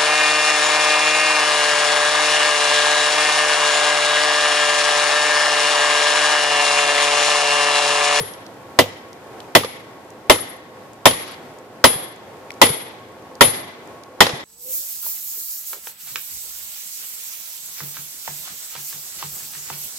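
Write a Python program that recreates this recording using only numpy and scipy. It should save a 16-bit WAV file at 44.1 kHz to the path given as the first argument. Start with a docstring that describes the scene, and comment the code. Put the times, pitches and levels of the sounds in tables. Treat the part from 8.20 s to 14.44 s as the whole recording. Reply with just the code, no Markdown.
"""A small anvil on a tree stump in the woods, the microphone so close that every blow overloads it.
At first the hand hammer sinks dully into glowing steel and the work bounces in the tongs, while
behind the anvil a small forge roars softly and its charcoal ticks. About three seconds in, the work
is dragged over the anvil. As the steel cools and thins the blows clang harder and the woods answer
louder; after most of them the hammer head sings on, sinking in pitch as it is swung back up."""
import sys
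import numpy as np
from scipy import signal
from scipy.fft import rfft, irfft, next_fast_len
from scipy.io import wavfile

SR = 44100
rng = np.random.default_rng(int(sys.argv[2]) if len(sys.argv) > 2 else 0)


def wrap_up_sound(samples):
    """Save the sound to the file named by the first command line argument, as 16-bit audio."""
    columns = np.atleast_2d(samples).T
    # keep every value between -1 and 1, then stretch to whole-number steps
    tamed = np.clip(columns, -1, 1)
    steps = np.round(tamed * 32767).astype(np.int16)
    wavfile.write(sys.argv[1], SR, steps)


N = 275184
T = np.arange(SR * 3 // 4) / SR  # seconds since a contact

# The blows; levels in all tables are relative. Each row: start in seconds, force in dB, hammer ring
# in dB, first flight of the work in seconds, bounce in dB, loss per bounce in dB, far-edge knock in Hz.
BLOWS = [(-0.08, 2.5, -2.5, 0.078, -10, 12, 420), (0.589, -1.5, -27, 0.049, -15, 5, 580),
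         (1.3512, -0.5, -10, .058, -18, -3, 1190), (2.0977, -1, -3, 0.061, -18, 4.5, 1200),
         (2.856, 0.5, -1, 0.055, -12, 8, 1200), (3.6414, -1, 3.5, 0.06, -20.5, 3, 506),
         (4.4158, 0.5, 1.5, .052, -13, 2.5, 428), (5.2091, 0.5, 3.5, 0.045, -18.5, 0.5, 335),
         (6.0057, -1, -13.5, .061, -10.5, 8, 470)]
# What a blow rings, close up. Each row: pitch in Hz, level in dB, time to fade 60 dB in seconds.
STUMP_MODES = [(101, -23.5, 0.3), (148.3, -17.5, 0.14), (246.8, -9.5, 0.11), (296.3, -7, 0.076),
               (384.4, -3.5, 0.079), (475.5, -6.5, 0.11), (568, 2, 0.053), (650.3, 6, 0.041)]  # the anvil seated in the stump
ANVIL_MODES = [(829.4, -0.5, 0.056), (929, 2.5, 0.048), (997, 6, 0.041), (1102, 4, 0.039), (1310, 5, 0.02),
               (1410, 5, 0.023)]  # the block, damped by soft hot steel
WORK_MODES = [(1804, -1.5, 0.046), (1896, -2, 0.046), (1996, -1.5, 0.067), (2094, -2, 0.057),
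              (2205, -26, 0.16), (2530, -44, 0.21), (2740, -15.5, 0.093), (3090, -8.5, 0.068),
              (3137, -10, 0.11), (3297, 2.5, 0.029), (3410, -10, 0.079), (3540, -14.5, 0.102),
              (3565, -14.5, 0.091), (4340, -18, 0.029), (5013, -1, 0.031), (5340, 3, 0.021)]  # the work and the tongs that grip it
PING_MODE = [(14125, -16, .15)]  # the anvil's highest overtone
# The hammer head. Each row: pitch in Hz, level in dB, 60 dB fade in seconds, left over right in dB.
HAMMER_MODES = [(10085, -24, .25, 2), (10980, -11, .45, 4), (12400, -28, .18, -2)]
# Noise colours. Each row: frequency in Hz, spectral level in dB.
CRACK_COLOUR = [(200, -24), (600, -25), (1050, 3), (2000, -2.5), (4000, -5), (8000, -29.5), (14000, -28.5)]  # first contact
CRUSH_COLOUR = [(30, -25), (100, -14.5), (250, -3.5), (600, 7.5), (1200, 0), (1600, -9.5), (3200, -2.5),
                (4500, -9), (8000, -16), (13000, -14), (15500, -30)]  # scale crushed under the hammer
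WOODS_COLOUR = [(50, -28), (120, -2.5), (500, 3), (1000, 1.5), (1500, -4), (2100, 0), (2700, -4.5),
                (3400, -0.5), (5000, -6), (7500, -8.5), (10000, -20), (14000, -54)]  # the echo from the trees
GRIT_COLOUR = [(300, -22), (1000, 11.5), (2000, 4), (4500, 6), (7000, -7), (9000, -13.5), (14000, -20)]  # scaly steel on the anvil
FORGE_COLOUR = [(15, -79), (25, -40), (111, -3.5), (157, -6.5), (175, -6), (322, -1), (455, -1),
                (493, -2.5), (934, -4), (1130, -14.5), (1290, -10), (1970, -15), (2710, -20), (6880, -28.5),
                (14500, -32.5)]  # the fire
# How crushed scale and the echo die away. Each row: frequency in Hz, 60 dB fade in seconds.
CRUSH_T60 = [(60, 0.26), (400, 0.078), (1200, 0.1), (3500, 0.12), (8000, 0.11), (14000, 0.083)]
WOODS_T60 = [(100, 0.74), (500, 0.86), (2000, 0.94), (4000, 0.75), (8000, 0.48), (14000, 0.21)]
# Stereo image at the anvil, farther off and at the forge. 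Each row: frequency in Hz, left-right likeness.
NEAR_ALIKE = [(100, 0.93), (500, 0.63), (1000, 0.26), (2000, 0.53), (4000, 0.076), (12000, 0.6)]
FAR_ALIKE = [(130, 0.85), (300, 0.9), (640, 0.16), (1400, -0.2), (12000, 0.076)]
FORGE_ALIKE = [(60, 0.97), (130, 0.94), (290, 0.88), (640, 0.87), (1410, 0.3), (3100, 0.062), (6810, -0.15),
               (15000, -0.011)]
# The air feed's hollow whistle. Each row: pitch in Hz, half-width in Hz, level in dB.
AIR_FEED = [(514, 5.9, -52.5), (1097, 22, -52.5)]
# The stump rocking back on the ground. Each row: start in seconds, level in dB.
THUDS = [(0.008, -17), (3.757, -22.5), (4.501, -16), (5.278, -20), (6.134, -18)]
# The clearest charcoal ticks. Each row: start in seconds, level in dB.
CLEAR_TICKS = [(0.1369, -30.5), (0.265, -28), (0.93, -31), (1.2032, -24), (1.9037, -35.5), (2.733, -36),
               (3.3866, -37), (3.9614, -40), (4.3049, -19), (4.3178, -29), (4.339, -35), (5.1534, -31),
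               (5.6736, -38), (5.8356, -30)]
# The work dragged over the anvil. Each row: time in seconds, level in dB.
SLIDE_LEVELS = [(2.97, -66), (3.04, -46), (3.08, -39), (3.145, -42), (3.165, -68)]
# The microphone's two ports. Each row: frequency in Hz, left over right in dB.
PORT_BALANCE = [(400, 0), (700, -1.5), (1100, -0.5), (2200, 3), (3300, 3.5), (5000, -4), (7500, -4.5),
                (10000, 2), (13000, -3.5)]

# How each part follows the steel. Each law: level in dB, change while soft in dB, drift in dB a second.
STUMP_LAW, ANVIL_LAW, WORK_LAW = (-0.84, 2.4, -0.48), (2.6, -18.5, -0.12), (-4, 0, 1.36)
CRUSH_LAW, ECHO_LAW, CLACK_LAW = (2.8, -4.5, 0), (-24.5, -4.5, 0.76), (-8.5, -7.5, 0.96)


def amp(db):
    """Decibels to gain."""
    return 10 ** (np.asarray(db) / 20)


def unit(x):
    """x at rms 1."""
    return x / np.sqrt(np.mean(x ** 2) + 1e-20)


def along(points, hz):
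    """(Hz, value) points read on a log axis."""
    knots_hz, values = np.transpose(points)
    return np.interp(np.log(hz + 1), np.log(knots_hz), values)


def wobble(rate, size):
    """A smooth random curve, rate knots a second."""
    step = int(SR / rate)
    return signal.resample_poly(rng.standard_normal(size // step + 8), step, 1)[4 * step:][:size]


def add(track, s, sound):
    """Mix a stereo sound into the track at s seconds."""
    start = round(s * SR)
    part = sound[:, max(-start, 0):N - start]
    track[:, max(start, 0):][:, :part.shape[1]] += part


def filtered(x, gain):
    """x times a gain that depends on frequency."""
    size = next_fast_len(N + SR // 4)
    return irfft(rfft(x, size) * gain(np.fft.rfftfreq(size, 1 / SR)), size)[..., :N]


def noise(colour, alike, size=len(T)):
    """Stereo noise of rms 1 with a given colour and left-right likeness."""
    hz = np.fft.rfftfreq(size, 1 / SR)
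    turn = np.arccos(np.clip(along(alike, hz), -1, 1)) / 2
    spectra = rfft(rng.standard_normal((2, size))) * amp(along(colour, hz))
    mid, side = irfft(spectra * [np.cos(turn), np.sin(turn)], size)
    return unit(np.array([mid + side, mid - side]))


def dying(x, t60s):
    """Each frequency of x fades at its own speed."""
    hz, t, spectra = signal.stft(x, SR, nperseg=256)
    fade = amp(-60 * t / along(t60s, hz)[:, None])
    return signal.istft(spectra * fade, SR, nperseg=256)[1][:, :len(T)]


def rise(seconds):
    """A soft start."""
    return 1 - np.exp(-T / seconds)


def steel_gain(law, s, half_soft_s=1.24, firming=4.4):
    """Gain of one part of a blow at s seconds: soft steel cushions it, then the work thins steadily."""
    db, soft_db, db_per_s = law
    softness = 1 / (1 + (max(s, 0) / half_soft_s) ** firming)
    return amp(db + soft_db * softness + db_per_s * s)


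def ring(modes, scatter_db, detune):
    """Modes struck afresh, each reaching left and right with its own phase gap."""
    out, t = np.zeros((2, len(T))), T[:SR // 4]
    for hz, db, t60 in modes:
        strength, shift, side = rng.standard_normal(3)
        apart = np.sign(side) * np.arccos(np.clip(along(NEAR_ALIKE, hz), -1, 1)) / 2
        phase = 2 * np.pi * (hz * (1 + detune * shift) * t + rng.random())
        envelope = amp(db + scatter_db * strength - 60 * t / t60)
        out[:, :len(t)] += envelope * np.sin(phase + [[apart], [-apart]])
    return out


def hammering(stump_lag_s=0.001994):
    """Right at the microphone each blow cracks, crushes scale, rings the steel, then shakes the stump."""
    out = np.zeros((2, N))
    for s, force_db, song_db, *_ in BLOWS:
        stump = steel_gain(STUMP_LAW, s) * ring(STUMP_MODES, scatter_db=0, detune=0.02) * rise(0.003)
        anvil = steel_gain(ANVIL_LAW, s) * ring(ANVIL_MODES, scatter_db=1.3, detune=0.0051)
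        work = steel_gain(WORK_LAW, s) * ring(WORK_MODES, scatter_db=3, detune=0.0051)
        crack = steel_gain(CRUSH_LAW, s) * amp(13 - 60 * T / 0.015) * noise(CRACK_COLOUR, NEAR_ALIKE)
        crush = steel_gain(CRUSH_LAW, s) * dying(noise(CRUSH_COLOUR, NEAR_ALIKE), CRUSH_T60)
        echo = steel_gain(ECHO_LAW, s) * woods(work, clang_db=-14)
        # the ping meets the two ports out of step
        ping = amp(2) * ring(PING_MODE, scatter_db=2, detune=0.001) * [[1], [-1]]
        add(out, s, amp(force_db) * (anvil + work + ping + crack + crush + echo))
        add(out, s + stump_lag_s, amp(force_db) * stump)
        add(out, s, amp(song_db) * hammer_song(away_s=0.3))
    return out


def hammer_song(away_s):
    """The head rings as it speeds up and away from the microphone: the pitch sinks, then the tone fades."""
    t = T[:SR // 2]
    lift = 12 + rng.standard_normal()  # m/s2
    delay_s = lift * t ** 2 / 2 / 343  # distance over the speed of sound
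    out = np.zeros((2, len(t)))
    for hz, db, t60, pan_db in HAMMER_MODES:
        # reflections from stump and ground slip in and out of step as the head gathers speed
        waver_db = np.minimum(1.5 + 14 * t, 4) * np.array([wobble(70, len(t)) for side in range(2)])
        phase = 2 * np.pi * (hz * (t - delay_s) + rng.random()) + np.array([[0], [2]])
        sides_db = np.array([[pan_db], [-pan_db]]) / 2
        out += amp(db - 60 * t / t60 + waver_db + sides_db) * np.sin(phase)
    return out / (1 + (t / away_s) ** 12)


def woods(clang, clang_db):
    """From farther off the trees return a blow trunk by trunk, a wash that keeps the clang's pitch."""
    trunks = amp(1.2 * wobble(67.1, len(T))) * rise(0.0074)
    wash = dying(noise(WOODS_COLOUR, FAR_ALIKE), WOODS_T60) * trunks
    pitched = signal.fftconvolve(wash, clang / np.linalg.norm(clang[0]), axes=1)[:, :len(T)]
    return wash + amp(clang_db) * pitched


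def knock(hz, t60):
    """One dull, quickly damped note, dead centre."""
    return np.tile(np.sin(2 * np.pi * hz * T) * amp(-60 * T / t60) * rise(0.0016), (2, 1))


def bouncing(count, flight_ratio=0.44, near_edge_hz=480, detune=0.04, clack_t60=0.035):
    """The work jumps after a blow and lands edge after edge, ever sooner, with a knock and a clack."""
    out = np.zeros((2, N))
    for s, _, _, flight_s, bounce_db, loss_db, far_edge_hz in BLOWS:
        landings = s + np.cumsum(flight_s * flight_ratio ** np.arange(count))
        for k, landing in enumerate(landings):
            edge_hz = far_edge_hz if k % 2 else near_edge_hz
            dull = knock(edge_hz * np.exp(detune * rng.standard_normal()), t60=0.031)
            clack = steel_gain(CLACK_LAW, s) * amp(-60 * T / clack_t60) * noise(GRIT_COLOUR, NEAR_ALIKE)
            add(out, landing, amp(bounce_db - k * loss_db) * (dull + clack))
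    return out


def forge():
    """Behind the anvil, the fire's soft uneven roar and the narrow resonances of its air feed."""
    roar = noise(FORGE_COLOUR, FORGE_ALIKE, N)
    roar *= amp(-41.5 + 0.41 * wobble(4.17, N) + 1.08 * wobble(6.8, N))
    for hz, half_width_hz, db in AIR_FEED:
        whistle = filtered(rng.standard_normal(N), lambda f: 1 / (1 + ((f - hz) / half_width_hz) ** 2))
        roar += amp(db) * unit(whistle)
    return roar


def stump_settling():
    """After some blows the stump drops back on the ground with a low thud."""
    out = np.zeros((2, N))
    for s, db in THUDS:
        add(out, s, amp(db) * knock(hz=141, t60=0.054))
    return out


def charcoal(faint_count, faint_db=-49, faint_range_db=3.5, top_hz=9000, octave_down_db=-27.5, t60=0.011):
    """Back in the fire, a few clear ticks among many faint ones; the bigger the tick, the lower."""
    out, t = np.zeros((2, N)), T[:SR // 16]
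    faint_ticks = rng.random((faint_count, 2)) * [N / SR, faint_range_db] + [0, faint_db]
    for s, db in [*CLEAR_TICKS, *faint_ticks]:
        hz = top_hz / (1 + amp(db - octave_down_db))
        colour = [(hz / 3, -28), (hz / 1.3, -5), (hz, 0), (hz * 1.4, -9), (hz * 4, -26)]
        envelope = amp(db - 0.5 - 60 * t / t60) * rise(0.00057)[:len(t)]
        add(out, s, envelope * noise(colour, FAR_ALIKE, len(t)))
    return out


def sliding():
    """Close up, scale grinds under the work as the tongs shift it."""
    level_db = np.interp(np.arange(N) / SR, *np.transpose(SLIDE_LEVELS), left=-np.inf, right=-np.inf)
    return amp(level_db + 1.9 * wobble(300, N)) * noise(GRIT_COLOUR, NEAR_ALIKE, N)


def scene():
    """The anvil close by, the forge behind it, the woods around."""
    return hammering() + bouncing(count=3) + forge() + stump_settling() + charcoal(faint_count=40) + sliding()


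def record(dry):
    """Each microphone port has its own colour; every blow clips the input; the top treble is cut."""
    heard = filtered(dry, lambda hz: amp(np.outer([1, -1], along(PORT_BALANCE, hz)) / 2))
    clipped = np.clip(heard, -0.97, 0.97)
    band_limit_hz = 14800
    return filtered(clipped, lambda hz: 1 / (1 + (hz / band_limit_hz) ** 70))


dry = scene()
out = record(dry)
wrap_up_sound(out)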